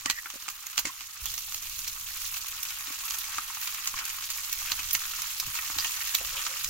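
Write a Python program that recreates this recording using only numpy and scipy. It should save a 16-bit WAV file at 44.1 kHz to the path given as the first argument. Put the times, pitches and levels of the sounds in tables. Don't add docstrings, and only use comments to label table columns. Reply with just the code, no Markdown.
import sys
import numpy as np
from scipy import signal
from scipy.fft import rfft, irfft
from scipy.io import wavfile
from scipy.ndimage import uniform_filter1d

SR = 44100
rng = np.random.default_rng(int(sys.argv[2]) if len(sys.argv) > 2 else 0)


def dump_mix(stems):
    frames = np.atleast_2d(stems).T
    limited = np.clip(frames, -1, 1)
    pcm = np.round(limited * 32767).astype(np.int16)
    wavfile.write(sys.argv[1], SR, pcm)


N = 295073
TIME = np.arange(N) / SR
FREQ = np.maximum(np.arange(N // 2 + 1) * SR / N, 1)
STEP_S, STEP_LENGTH_S = 1.2, 0.011


def undb(db):
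    return 10 ** (np.asarray(db) / 20)


def unit(x):
    return x / np.sqrt(np.mean(x ** 2))


def along(points):
    hz, value = np.transpose(points)
    return np.interp(np.log(FREQ), np.log(hz), value)


def bump(hz, width):
    return 1 / (1 + (2 * (FREQ - hz) / width) ** 2)


def response(db):
    size = 4096
    grid = np.arange(size // 2 + 1) * SR / size
    cepstrum = irfft(np.log(undb(np.interp(grid, FREQ, db))))
    cepstrum[1:size // 2] *= 2
    cepstrum[size // 2 + 1:] = 0
    return irfft(np.exp(rfft(cepstrum)))


def colour(x, db):
    return signal.oaconvolve(x, response(db)[None], axes=1)[:, :N]


def ring(x, hz, q):
    return signal.lfilter(*signal.iirpeak(min(hz, SR / 2 - 1000), q, fs=SR), x)


def walk(rate):
    hold = int(SR / rate)
    steps = np.repeat(rng.standard_normal(N // hold + 1), hold)
    return 1.3 * uniform_filter1d(steps, hold)[:N]


def ramp(start, length):
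    return np.clip((TIME - start) / length, 0, 1)


def swell(s, length):
    return np.sin(np.pi * ramp(s - length / 2, length)) ** 2


def burner():
    # f/Hz, density/dB per Hz
    flame_tone = [(15, -1), (45, -1), (70, -7), (120, -11.5), (180, -22), (400, -35), (900, -47.5),
                  (3000, -83)]
    # centre/s, length/s, lift/dB
    draughts = [(.1, 0.38, 6), (0.857, .2, 9), (1.273, 0.23, 9.5), (1.92, 1.7, 6), (3.97, 0.15, 5),
                (4.884, 1.24, 8), (5.48, 0.18, 14), (5.773, .24, 10), (6.277, 0.43, 8), (6.69, 0.29, 11.5)]
    start_db, step_rise_db = -62, 5
    flutter_db, flutter_per_s = -0.5, 12
    level_db = start_db + step_rise_db * ramp(STEP_S, STEP_LENGTH_S) + flutter_db * walk(flutter_per_s)
    level_db = level_db + sum(db * swell(s, length) for s, length, db in draughts)
    return undb(level_db) * unit(colour(rng.standard_normal((2, N)), along(flame_tone)))


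def cabin(x, t60, wet_db, count=5):
    t = TIME[:SR // 5]
    decay = np.exp(-np.log(1000) * t / t60)
    tails = rng.standard_normal((count, 2, len(t))) * decay * (t > .005)
    tails /= np.sqrt((tails ** 2).sum(2, keepdims=True))
    shares = np.array([walk(2.005) for _ in range(count)])
    shares /= np.sqrt((shares ** 2).sum(0))
    wet = sum(share * signal.oaconvolve(x, tail, axes=1)[:, :N] for share, tail in zip(shares, tails))
    return x + undb(wet_db) * wet


def knocks():
    # t/s, push level/dB, centre of the push f/Hz
    pushes = [(0.057, -35, 268), (0.337, -47.5, 384), (0.355, -43.5, 374), (0.850, -35, 356),
              (0.866, -38, 278), (1.22, -48, 68.5), (2.878, -49, 270), (2.903, -45, 287), (3.963, -56, 180),
              (4.716, -47, 300), (5.47, -42.5, 137), (5.699, -46, 314), (5.761, -44, 223), (6.21, -39, 575)]
    # f/Hz, level/dB
    stove_modes = [(48, 12), (120, 1.5), (281, 0), (562, 2)]
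    push_cycles = 0.81
    out = np.zeros(N + SR)
    t = TIME[:SR // 8]
    for s, db, push_hz in pushes:
        age = t * push_hz / push_cycles
        envelope = undb(db) * age * np.exp(1 - age)
        start = int(s * SR)
        for hz, mode_db in stove_modes:
            reach = .55 if hz > push_hz else .75
            weight = undb(mode_db) * np.exp(-(np.log(hz / push_hz) / reach) ** 2)
            detuned = hz * (1 + 0.015 * rng.standard_normal())
            out[start:start + len(t)] += weight * envelope * np.sin(2 * np.pi * detuned * t)
    return out[:N]


def slips(rate, spread_db):
    when, size = rng.random((int(rate * N / SR), 2)).T
    heights = undb(spread_db * np.minimum(-np.log(1 - size), 4))
    return np.bincount((when * N).astype(int), heights, N)


def scrapes():
    # start t/s, length/s, f/Hz, level/dB, sharpness q
    strokes = [(0.073, 0.065, 1890, -37.5, 24), (0.152, 0.059, 1890, -39.5, 7.4),
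               (0.89, 0.018, 1060, -43, 7.4), (0.26, 0.016, 1450, -44, 3.5),
               (1.259, 0.036, 3340, -39.5, 8.6), (3.381, 0.017, 1250, -41, 4.3),
               (3.994, 0.052, 1250, -45.5, 2.7), (4.647, 0.077, 2230, -38.5, 1.15),
               (5.794, .014, 4940, -32, 5.2), (6.18, 0.022, 2700, -40, 7.7), (6.199, 0.063, 650, -53, 1.3),
               (6.323, 0.072, 530, -57, 4.7), (6.369, 0.016, 2980, -32.5, 2.8),
               (6.44, 0.12, 524, -59.5, 3.4)]
    out, clicks = np.zeros(N), slips(rate=740, spread_db=-4.0)
    clicks = clicks - clicks.mean()
    for s, length, hz, db, q in strokes:
        stroke = np.sqrt(np.maximum(0, 1 - (2 * (TIME - s) / length - 1) ** 2))
        out += undb(db) * stroke * unit(ring(ring(clicks, hz, q), hz, q))
    return out


def pan_band(k):
    # f/Hz, density/dB per Hz
    fat_tone = [(100, -19.5), (280, -19.5), (400, -23.5), (640, -27), (780, -13), (1100, -7.5),
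                (1700, -7.5), (2700, -2), (4700, -0.5), (6600, 2.5), (9000, 3), (11000, 5.5), (12200, 6.5),
                (15500, 4.5)]
    # f/Hz, width/Hz, lift/dB
    bowl = [(283, 46, 8.5), (555, 17, 6.5), (1194, 280, 5.5), (1854, 27, 7), (2620, 300, 2),
            (4170, 140, 1.5), (6920, 570, 3.5)]
    low, high = (1 / (1 + (FREQ / hz) ** 8) for hz in (2400, 8500))
    share = (low, (1 - low) * high, 1 - high)[k]
    lift = sum(db * bump(hz, width) for hz, width, db in bowl)
    return along(fat_tone) + lift + 10 * np.log10(share + 1e-7)


def cracks(rows, gain_db, edge_db, snap, grit, rise, ring_db, q, lead_db, lean_db):
    lead = SR // 50
    t = TIME[:SR // 10] - TIME[lead]
    after = np.maximum(t, 0)
    out = np.zeros((2, N + 2 * len(t)))
    voices = [response(pan_band(k))[None, :len(t) // 2] for k in range(3)]
    lean = undb(np.array([[1], [-1]]) * lean_db / 2)
    for s, db, hz, bright_db, decay in rows:
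        grain = np.exp(grit * np.repeat(rng.standard_normal(len(t)), 30)[:len(t)])
        body = grain * np.exp(-after / max(decay, 1e-3)) + snap * np.exp(-after / 0.0027)
        burst = body * (1 - np.exp(-after / rise))
        shape = burst + undb(lead_db) * grain * np.exp(-np.abs(t) / 0.0042)
        tone = ring(rng.standard_normal(len(t)) * shape, hz, q)
        tones = np.array([np.roll(tone, lag) for lag in rng.integers(0, 7, 2)])
        spray = rng.standard_normal((2, len(t))) * shape + undb(ring_db) * tones
        shares = undb([edge_db - bright_db, 0, edge_db + bright_db])
        start = int(s * SR) - lead
        for voice, share in zip(voices, shares / np.linalg.norm(shares)):
            part = signal.fftconvolve(spray, voice, axes=1) * lean
            part *= np.sqrt(2 * SR / 100 / np.sum(part ** 2))
            out[:, start:start + part.shape[1]] += undb(db + gain_db) * share * part
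    return out[:, :N]


def ticks():
    # t/s, level over 10 ms/dB, ring f/Hz, brightness/dB, decay/s
    taps = [(3.3828, -27, 1250, -13, 0.0021), (3.9385, -35, 1100, -20, 0.0038),
            (4.7182, -21.5, 4330, 2, 0.0025), (4.7919, -30.5, 2900, -5, 0.012),
            (4.9493, -19.5, 2040, 2.5, 0.0044), (5.136, -35.5, 1290, -9, 0.0017),
            (5.589, -32.5, 2410, -15, 0.0019), (5.6984, -36, 1280, -14, 0.0096),
            (5.7851, -22.0, 4100, 2.5, 0.0055), (5.8459, -25, 2780, -3, 0.0081),
            (6.1463, -23, 7500, 2.5, 0.0013), (6.1498, -18, 3880, 5.5, 0.0044),
            (6.367, -37, 3000, -9, 0.009), (6.3915, -32, 3100, -4, 0.0098), (6.4645, -29, 1380, -4, 0.0079)]
    return cracks(taps, gain_db=0.0, edge_db=-5, snap=0.63, grit=0.19, rise=0.00029, ring_db=10.5,
                  q=7.7, lead_db=-8, lean_db=-0.8)


def eggshell():
    # t/s, level over 10 ms before gain_db/dB, ring f/Hz, brightness/dB, decay/s
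    breaks = [(0.0585, -25, 1180, -2.5, 0.0024), (0.0986, -20.5, 4130, 1, 0.0035),
              (0.1089, -25.5, 3140, 5.5, 0.0011), (0.2579, -37.5, 1400, -18, 0.003),
              (0.3015, -36, 2830, 0, 0.0018), (0.4233, -40, 6240, 1, 0.0029),
              (0.4811, -35, 1220, -9, 0.0015), (0.4868, -31.5, 6900, -1, 0.0016),
              (0.4997, -33, 6960, 7, 0.0079), (0.6671, -32.5, 6720, 5, 0.0031),
              (0.7787, -20.5, 3120, 1.5, 0.0013), (0.7865, -25.5, 4700, -0.5, 0.0084),
              (0.793, -23, 6560, 8, 0.007), (0.8529, -27.5, 2030, -3, 0.0081),
              (0.8698, -31.5, 2020, -1, 0.021), (1.0072, -38, 4780, -3.5, 0.0078),
              (1.2566, -26.5, 6890, 7, 0.003), (1.3391, -30, 6200, 6, 0.0083),
              (1.3775, -30.5, 5800, 4.5, 0.009)]
    return cracks(breaks, gain_db=1.46, edge_db=-5.5, snap=0.44, grit=0.17, rise=0.00022, ring_db=8.0,
                  q=12, lead_db=-12.5, lean_db=-2)


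def strays(count=22):
    top_db, spread_db, centre_hz, decay_s = -40.5, -1.5, 4040, 0.0015
    when, size, pitch, bright = rng.random((count, 4)).T
    moments = STEP_S + when * (TIME[-1] - STEP_S)
    levels_db = top_db + spread_db * np.minimum(-np.log(1 - size), 3)
    rings_hz = centre_hz * 2 ** (2 * pitch - 1)
    bright_db = 6 * (2 * bright - 1)
    return np.transpose([moments, levels_db, rings_hz, bright_db, np.full(count, decay_s)])


def spits():
    # t/s, level over 10 ms before gain_db/dB, ring f/Hz, brightness/dB, decay/s
    loud = [(1.5441, -30.5, 5970, 4, 0.0023), (1.7902, -32.5, 5560, 8.4, 0.0037),
            (1.8774, -29.5, 6760, 7.2, 0.009), (2.631, -28.5, 6300, 10.4, 0.0013),
            (3.1073, -31, 4130, 4.8, 0.0016), (3.1851, -30, 6630, 11, 0.0057),
            (3.6747, -34, 2540, 3, 0.005), (3.8729, -25.5, 7240, 3, 0.0038),
            (4.0523, -31.5, 7240, 7.1, 0.0028), (4.2393, -33.5, 5570, 4, 0.01),
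            (4.302, -28, 7110, 6.3, 0.0098), (4.5275, -26.0, 14000, 11.4, 0.0014),
            (4.9091, -27.5, 6000, 6.8, 0.0018), (4.9308, -21.5, 11500, 14.6, 0.016),
            (5.2186, -29.5, 6120, 6.6, 0.005), (5.3988, -25.5, 5860, 6.7, 0.0064),
            (6.6439, -26.5, 5970, 6.5, 0.0039)]
    return cracks(np.vstack([loud, strays()]), gain_db=3.34, edge_db=-7, snap=0.5, grit=0.2, rise=0.00047,
                  ring_db=10.0, q=1.46, lead_db=-9.5, lean_db=-0.5)


def bubbles(low_hz, high_hz, rate, spread_db, width, decay):
    count = int(rate * N / SR)
    size = 512
    when, pitch, chance, life = rng.random((4, count, 1, 1))
    hz = low_hz * (high_hz / low_hz) ** pitch
    t = TIME[:size] - TIME[24]
    lifetime = decay * (.5 + life) * (3000 / hz) ** 0.12
    shape = np.clip(t / 0.0003, 0, 1) * np.exp(-np.abs(t) / lifetime)
    noise = rng.standard_normal((count, 2, size), dtype=np.float32)
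    spray = rfft((noise * shape).astype(np.float32))
    bins = np.maximum(np.arange(size // 2 + 1), .5) * SR / size
    grains = irfft(spray / (1 + 1j * (bins / hz - hz / bins) / width).astype(np.complex64))
    heights = undb(spread_db * np.minimum(-np.log(1 - chance), 5))
    grains = grains * heights / np.sqrt(np.sum(grains ** 2, (1, 2), keepdims=True))
    place = ((when[:, 0] * (N + size)).astype(int) + np.arange(size)).ravel()
    ears = [np.bincount(place, grains[:, ear].ravel(), N + size)[size:N + size] for ear in (0, 1)]
    return unit(np.array(ears))


def frying_db(k):
    # level at first/dB, abrupt step/dB, slow climb/dB, later shift/dB
    stages = [(-49.5, -0.7, 7.5, -0.9), (-44, 4.5, 1.5, 1.26), (-44, 6, 0.6, 1.2)]
    # centre/s, length/s, lift of big bubbles/dB, lift of fizz/dB
    flares = [(1.264, .12, 3, 1.5), (2.315, .4, .5, 3.5), (3.09, 0.27, 2.5, 3), (3.34, 0.19, 4, -1.5),
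              (3.65, 0.16, 1.5, 3.5), (4.03, 0.21, 4, -1), (5.217, 0.3, 3, 1.5), (5.563, 0.092, 3.5, 1.5),
              (5.915, 0.89, 3.5, 2.5), (6.413, 0.5, 4, 0)]
    climb_length_s = 1.98
    shift_s, shift_length_s = 4.13, 0.34
    first_db, step_db, climb_db, shift_db = stages[k]
    level_db = first_db + step_db * ramp(STEP_S, STEP_LENGTH_S) + climb_db * ramp(STEP_S, climb_length_s)
    level_db = level_db + shift_db * ramp(shift_s, shift_length_s)
    return level_db + sum((big_db + (fizz_db - big_db) * k / 2) * swell(s, length)
                          for s, length, big_db, fizz_db in flares)


def sizzle():
    big = bubbles(low_hz=860, high_hz=2870, rate=450, spread_db=3.5, width=0.58, decay=0.0036)
    crackle = bubbles(low_hz=2170, high_hz=9700, rate=550, spread_db=2.0, width=0.27, decay=0.0074)
    fizz = bubbles(low_hz=8400, high_hz=17200, rate=550, spread_db=2.5, width=0.58, decay=0.0044)
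    sharp = bubbles(low_hz=3270, high_hz=15600, rate=420, spread_db=3.0, width=2.57, decay=0.005)
    steam = undb(-10) * rng.standard_normal((2, N))
    out = 0
    for k, own in enumerate([big, crackle, fizz]):
        band_db = pan_band(k)
        shared = unit(colour(sharp + steam, band_db))
        mix = unit(unit(colour(own, band_db)) + undb(1.0) * shared)
        out = out + undb(frying_db(k)) * mix
    return out


def scene():
    # f/Hz, gain of side signal/dB
    side_gain = [(100, -19), (300, -12), (430, -1), (800, -10.5), (1250, -4), (1900, -4.5), (4000, 0)]
    # f/Hz, left minus right/dB
    balance = [(450, -.5), (700, -10.5), (1290, 5), (2380, -0.5), (4400, -4.5), (8100, -2.5), (15000, -5)]
    # f/Hz, width/Hz, left/dB, right/dB
    ear_peaks = [(1250, 130, -3.5, 4), (1910, 100, -4.5, 4), (2610, 140, 3, -6), (3700, 280, 1, -1),
                 (6130, 380, -2.5, 4), (8320, 1350, 2.5, -8)]
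    # f/Hz, phase/rad
    left_lead = [(950, 0.36), (1250, 1.1), (1450, 0.41), (1900, -2.25), (2300, -0.012)]
    knocked = knocks()
    knocked = np.array([knocked, np.roll(knocked, 14)])
    dry = sizzle() + eggshell() + spits() + ticks() + scrapes() + knocked
    left, right = cabin(dry, t60=0.076, wet_db=-9.5) + burner()
    mid = (left + right) / 2
    side = irfft(rfft(left - right) / 2 * undb(along(side_gain)), N)
    lean_db = along(balance) / 2
    turn = np.exp(.5j * along(left_lead))
    peaks_db = sum(np.outer(ear_db, bump(hz, width)) for hz, width, *ear_db in ear_peaks)
    ears = rfft([mid + side, mid - side])
    return irfft(ears * undb(peaks_db + [lean_db, -lean_db]) * [turn, 1 / turn], N)


def record(dry):
    return signal.sosfilt(signal.ellip(10, .2, 70, 15800, fs=SR, output="sos"), dry)


dry = scene()
out = record(dry)
dump_mix(out)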